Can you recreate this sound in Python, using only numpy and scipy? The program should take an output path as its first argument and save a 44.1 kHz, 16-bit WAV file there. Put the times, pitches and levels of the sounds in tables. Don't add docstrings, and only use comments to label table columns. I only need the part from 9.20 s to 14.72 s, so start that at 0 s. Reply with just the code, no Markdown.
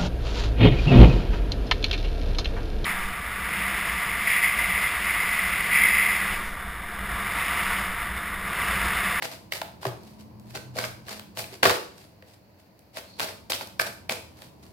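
import sys
import numpy as np
from scipy import signal
from scipy.fft import rfft, irfft, next_fast_len
from scipy.io import wavfile
from scipy.ndimage import uniform_filter1d

SR = 44100
rng = np.random.default_rng(int(sys.argv[2]) if len(sys.argv) > 2 else 0)


def bounce(signal):
    frames = np.transpose(np.atleast_2d(signal))
    limited = np.clip(frames, -1, 1)
    pcm = np.round(limited * 32767).astype(np.int16)
    wavfile.write(sys.argv[1], SR, pcm)


N = 243516
TIME = np.arange(N) / SR

# frequency in Hz, relative level in dB.
PAPER_COLOUR = [(30, -48), (100, -8), (250, -8), (400, -5), (650, 1.5), (1100, -5), (1600, -5), (2500, -2),
                (3300, -5), (4600, -0.5), (6300, -8), (9000, -8), (14000, -8.5), (16000, -20)]
SETTLE_S = .003


def undb(db):
    return 10 ** (np.asarray(db) / 20)


def unit(x):
    return x / np.sqrt(np.mean(x ** 2))


def lookup(points, hz):
    f, value = np.transpose(points)
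    return np.interp(np.log(hz + 1), np.log(f), value)


def colour(x, points, tilt_db=0):
    size = 2 * next_fast_len(x.shape[-1])
    hz = np.arange(size // 2 + 1) * SR / size
    gain = unit(undb(lookup(points, hz) + tilt_db * np.log2(1 + hz / 500)))
    cepstrum = irfft(np.log(gain))
    cepstrum[1:size // 2] *= 2
    cepstrum[size // 2 + 1:] = 0
    response = np.exp(rfft(cepstrum))
    return irfft(rfft(x, size) * response)[..., :x.shape[-1]]


def high_pass(x, hz, order=4):
    return signal.sosfilt(signal.butter(order, hz, "high", fs=SR, output="sos"), x)


def add(track, start, sound):
    i = max(int(start * SR), 0)
    track[..., i:i + sound.shape[-1]] += sound[..., :N - i]


def walk(rate):
    k = int(SR / rate)
    steps = np.repeat(rng.standard_normal(N // k + 1), k)
    return unit(uniform_filter1d(steps, k)[:N])


def swell(middle, width):
    return np.exp(-.5 * ((TIME - middle) / width) ** 2)


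def two_ports(count, alike_hz, most=0.87):
    hz = np.arange(count // 2 + 1) * SR / count
    likeness = most / (1 + (hz / alike_hz) ** 4)
    spectra = rfft(rng.standard_normal((2, count))) * np.sqrt([1 + likeness, 1 - likeness])
    mid, side = irfft(spectra, count)
    return np.array([mid + side, mid - side]) / np.sqrt(2)


def at_ports(x):
    right_lead_s = .00004
    return np.array([np.interp(TIME - right_lead_s, TIME, x), x])


def ring(hz, t60, rise, glide=0):
    t = TIME[:SR // 3]
    envelope = (1 - np.exp(-t / rise)) ** 2 * np.exp(-np.log(1000) * t / t60)
    pitch = hz * (1 + glide * (np.minimum(2 * t / t60, 1) - .5))
    return envelope / envelope.max() * np.sin(2 * np.pi * np.cumsum(pitch) / SR)


def thud(hz, t60, glide=0, rise_cycles=0.37):
    return high_pass(ring(hz, t60, rise_cycles / hz, glide), hz * 2 / 3)


def patter(settle, alike_hz=2000):
    t = TIME[:SR // 20]
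    fade = np.exp(-t / settle)
    phases = np.angle(rfft(two_ports(len(t), alike_hz) * fade))
    burst = irfft(np.exp(1j * phases), len(t)) * np.sqrt(fade)
    return unit(burst) * np.sqrt(np.mean(fade ** 2))


def friction(grain_hz=1600, catch_hz=200, alike_hz=900):
    grip = unit(undb(3 * walk(grain_hz) + 2.6 * walk(catch_hz)))
    return grip * two_ports(N, alike_hz)


def background(rumble_db=10):
    # time in seconds, level in dB before rumble_db is added.
    rumble_level = [(0.0, -60.5), (1.55, -59.5), (1.78, -60), (3.74, -69), (4.0, -61.5), (5.5, -61)]
    # frequency in Hz, relative level in dB.
    rumble_colour = [(25, -36), (45, -13), (65, -0.5), (95, 7.5), (150, -1), (200, 4.5), (250, -5.5),
                     (310, 0.5), (420, -10), (700, -13), (1000, -8.5), (1500, -33), (4000, -43.5)]
    # frequency in Hz, relative level in dB.
    hiss_colour = [(100, -16), (650, 4), (1000, -14), (1500, -9), (2600, -10), (3500, -18.5), (4500, -9),
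                   (5600, -18.5), (9000, -27.5), (13000, -17), (16000, -19)]
    hiss_db = -61.5
    level_db = np.interp(TIME, *np.transpose(rumble_level)) + rumble_db
    rumble = unit(colour(two_ports(N, 350), rumble_colour)) * undb(level_db)
    hiss = unit(colour(two_ports(N, 820), hiss_colour)) * undb(hiss_db + .5 * walk(18.0))
    return rumble + hiss


def slides():
    # contact in seconds, relative level in dB,
    # attack in seconds, length in seconds, brightness in dB per octave, lift-off delay in seconds,
    # lift-off level in dB against the stroke.
    strokes = [(0.023, -32.5, 0.0084, 0.041, -2, 0.11, -6.5), (0.323, -34.5, 0.0078, 0.058, 0, 0.045, -24),
               (0.617, -38, 0.0053, 0.073, -2, 0.078, -62), (1.356, -32, 0.012, .018, -3.5, 0.072, -36),
               (1.567, -32, 0.015, 0.062, -2.5, 0.081, -0.5), (1.895, -34.5, 0.023, 0.046, -2, 0.069, -9),
               (2.178, -32.5, 0.015, 0.049, 0, 0.16, -9), (2.428, -18.5, 0.00075, .086, -3.5, 0.12, -15.5),
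               (3.773, -34.5, 0.021, 0.018, -2, 0.13, -21), (4.016, -28.5, 0.024, 0.029, -2, 0.072, -7),
               (4.3, -28.5, 0.0018, 0.056, 0, 0.12, -11), (4.595, -24, 0.0014, .026, -1, 0.075, -11.5),
               (4.894, -27.5, 0.0017, 0.04, -2.5, 0.063, -13.5)]
    # middle in seconds, width (standard deviation) in seconds, relative level in dB.
    rubs = [(0.358, 0.0042, -37), (.88, 0.059, -55), (1.01, .012, -50), (1.325, 0.05, -52.5),
            (2.81, 0.044, -51.5), (3.108, 0.035, -54), (3.401, 0.013, -57.5), (4.33, 0.009, -40.5),
            (5.224, 0.037, -48), (5.46, 0.048, -58)]
    rise_db, ease_db, release_db_per_s = 14, 2, 1523
    lift_width_s = 0.017
    lift_bright_db, rub_bright_db = -2, -1

    grains, out, lifts = friction(), np.zeros((2, N)), np.zeros(N)
    for s, db, attack, length, bright_db, lift_delay, lift_db in strokes:
        start = max(s - 2 * attack, 0)
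        rub = grains[:, int(start * SR):][:, :SR // 4]
        t = TIME[:rub.shape[1]] + start - s
        shape_db = rise_db * np.minimum(t / attack, 0)
        shape_db = shape_db - ease_db * np.clip(t / length, 0, 1)
        shape_db = shape_db - release_db_per_s * np.maximum(t - length, 0)
        add(out, start, colour(rub * undb(db + shape_db), PAPER_COLOUR, bright_db))
        lifts += undb(db + lift_db) * swell(s + lift_delay, lift_width_s)
    evening = sum(undb(db) * swell(s, width) for s, width, db in rubs)
    swishes = colour(friction() * lifts, PAPER_COLOUR, lift_bright_db)
    return out + swishes + colour(grains * evening, PAPER_COLOUR, rub_bright_db)


def slaps(pop_db=0.0, crack_db=-4.0, snap_hz=6000, low_hz=340):
    # start in seconds, strength in dB, pop pitch in Hz,
    # air cushion in dB (how far the pop is raised over the crack of the edges).
    landings = [(0.0226, -27, 2050, 6), (0.3219, -21, 2080, 2.5), (.416, -20, 850, -1.5),
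                (.63, -31, 980, 2.5), (0.6528, -23, 1193, 3), (.667, -27.5, 530, 5),
                (1.354, -27.5, 1590, -6), (1.358, -30.5, 4550, 1), (1.585, -22, 1465, 1.5),
                (1.64, -23, 1497, 2), (1.883, -30.5, 1490, -3), (1.995, -28, 2010, -17),
                (2.1725, -23.5, 554, -5), (2.241, -30.5, 2520, -2.5), (2.4309, -6, 1445, -2),
                (2.4533, -8, 1300, -6), (2.4575, -11, 1220, 5), (2.5011, -16, 1078, 4.5),
                (3.0238, -44, 1920, -1), (3.7704, -25.5, 670, -7.5), (3.9968, -16.5, 1520, -10),
                (4.003, -16.5, 1450, -10.5), (4.0862, -35, 1640, 2.5), (4.3, -21, 2120, -15),
                (4.3195, -17, 3835, -1), (4.332, -26, 3260, 5), (4.41, -26, 886, -1),
                (4.5962, -17.5, 1620, 7), (4.895, -17.5, 2435, -1.5), (4.909, -26, 2530, -28),
                (5.2198, -33.5, 1540, -28)]
    # multiple of the pop pitch, relative level in dB.
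    packet_modes = [(.66, -9), (1, 0), (1.45, -5)]
    # frequency in Hz, relative level in dB.
    crack_colour = [(30, -44.5), (100, -14), (280, -8), (600, 4.5), (1200, 3.5), (2400, 4.5), (4600, 1.5),
                    (6500, -12.5), (16000, -71)]
    pop_t60_s, pop_rise_s = .009, .0011
    pop_glide = .3
    snap_db, cushion_share = -10.5, 0.14

    pops, cracks, snaps = np.zeros(N), np.zeros((2, N)), np.zeros((2, N))
    for s, db, hz, cushion_db in landings:
        for ratio, mode_db in packet_modes:
            pop = ring(hz * ratio, pop_t60_s, pop_rise_s, pop_glide)
            add(pops, s, undb(db + cushion_db + pop_db + mode_db) * pop)
        add(cracks, s, undb(db + crack_db) * patter(SETTLE_S))
        add(snaps, s, undb(db + snap_db - cushion_share * cushion_db) * patter(SETTLE_S))
    pops = high_pass(pops, low_hz)
    return at_ports(pops) + colour(cracks, crack_colour) + high_pass(snaps, snap_hz)


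def dull_tones():
    # start in seconds, level in dB, pitch in Hz.
    low_tones = [(.0227, -22, 890), (.418, -19.5, 716), (.6525, -16.5, 743), (.656, -21, 383),
                 (1.363, -32.5, 462), (1.56, -27, 565), (2.325, -34, 388), (2.433, -17, 550),
                 (2.454, -9.5, 506), (3.026, -42, 516)]
    tone_cycles = 7.2
    out = np.zeros(N)
    for s, db, hz in low_tones:
        add(out, s, undb(db) * thud(hz, tone_cycles / hz))
    return at_ports(out)


def opposed(pair, turn_hz=1300, width_hz=420):
    left, right = pair
    band = signal.lfilter(*signal.iirpeak(turn_hz, turn_hz / width_hz, fs=SR), right)
    return np.array([left, right - 2 * band])


def room(x, wet_db=-4.0, modes_db=-57):
    # frequency in Hz, time to fall by 60 dB in seconds.
    ring_times = [(100, .8), (250, .55), (500, .45), (1500, .44), (5000, .47), (10000, .43), (16000, .39)]
    # frequency in Hz, relative level in dB.
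    echo_colour = [(100, -7.5), (190, -12.5), (260, 0), (380, 1.5), (600, -1.5), (1200, -3.2), (2500, -2),
                   (5000, -2), (16000, 1.5)]
    # frequency in Hz, level in dB before modes_db is added.
    resonances = [(369, -4), (494, -3), (576, -2), (648, -2), (678, -5), (760, -6), (836, -4), (890, -4),
                  (1110, -4), (1231, -4), (1395, -2), (1537, -2)]

    t = TIME[:SR * 3 // 4]
    hz, when, bands = signal.stft(two_ports(len(t), 700, most=.65), SR, nperseg=256)
    decay = np.exp(-np.log(1000) * when / lookup(ring_times, hz)[:, None])
    tail = signal.istft(bands * decay, SR)[1][:, :len(t)]
    tail = tail * np.clip(t / .006 - .5, 0, 1)
    tail = colour(unit(tail) / np.sqrt(len(t)), echo_colour) * undb(wet_db)
    for f, db in resonances:
        phase = rng.uniform(0, 2 * np.pi) + rng.standard_normal((2, 1)) * f / 900
        fade = np.exp(-np.log(1000) * t / lookup(ring_times, f))
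        tail = tail + undb(modes_db + db) * np.sin(2 * np.pi * f * t + phase) * fade
    return signal.fftconvolve(x, tail, axes=1)[:, :N]


def low_thumps():
    # start in seconds, level in dB.
    thumps = [(.662, -27.5), (2.465, -33.5)]
    thump_hz, thump_t60_s = 119, 0.22
    thump_sag = .16
    out = np.zeros(N)
    for s, db in thumps:
        add(out, s, undb(db) * thud(thump_hz, thump_t60_s, -thump_sag))
    return at_ports(out)


def hum(hum_db=-2.0, waver_db=4.0, wander_hz=3.5, port_phase=0.38):
    # time in seconds, lower tone in dB, upper tone in dB, before hum_db is added.
    hum_levels = [(0.8, -70, -50.5), (0.938, -74, -56), (1.04, -50, -47.5), (1.664, -46, -54.5),
                  (1.726, -46, -60), (1.966, -67, -54), (2.328, -53, -61), (2.4, -67, -67)]
    tone_hz = (122, 213.5)
    start_s, fade_s = 0.75, 0.083

    s, *levels = np.transpose(hum_levels)
    fade = np.clip(np.minimum(TIME - start_s, s[-1] - TIME) / fade_s, 0, 1)
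    port_phases = np.array([[-port_phase], [port_phase]])
    out = 0
    for hz, db in zip(tone_hz, levels):
        pitch = hz + wander_hz * walk(14.35)
        phase = 2 * np.pi * np.cumsum(pitch) / SR + port_phases
        level_db = np.interp(TIME, s, db) + hum_db + waver_db * walk(12.96)
        out = out + np.sqrt(2) * np.sin(phase) * undb(level_db)
    return out * fade


def flicks(flick_db=1, tilt_db=3):
    # start in seconds, level in dB before flick_db is added.
    ticks = [(0.834, -48), (1.005, -56), (1.1978, -46.5), (2.344, -50.5), (3.592, -48.5), (4.4728, -36)]
    out = np.zeros((2, N))
    for s, db in ticks:
        add(out, s, undb(db + flick_db) * patter(SETTLE_S / 2))
    return colour(out, PAPER_COLOUR, tilt_db)


def scrape(sharpness=14):
    middle_s, width_s, pitch_hz, level_db = 3.92, .05, 4350, -55
    thin = signal.lfilter(*signal.iirpeak(pitch_hz, sharpness, fs=SR), friction())
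    return unit(thin) * undb(level_db) * swell(middle_s, width_s)


def scene(slide_db=-2):
    cards = undb(slide_db) * slides() + slaps() + dull_tones() + low_thumps() + flicks() + scrape()
    cards = opposed(cards)
    return background() + cards + room(cards) + hum()


def record(dry):
    top_hz = 16000
    low_pass = signal.ellip(8, .2, 70, top_hz, fs=SR, output="sos")
    return signal.sosfilt(low_pass, np.clip(dry, -.9, .9))


dry = scene()
out = record(dry)
bounce(out)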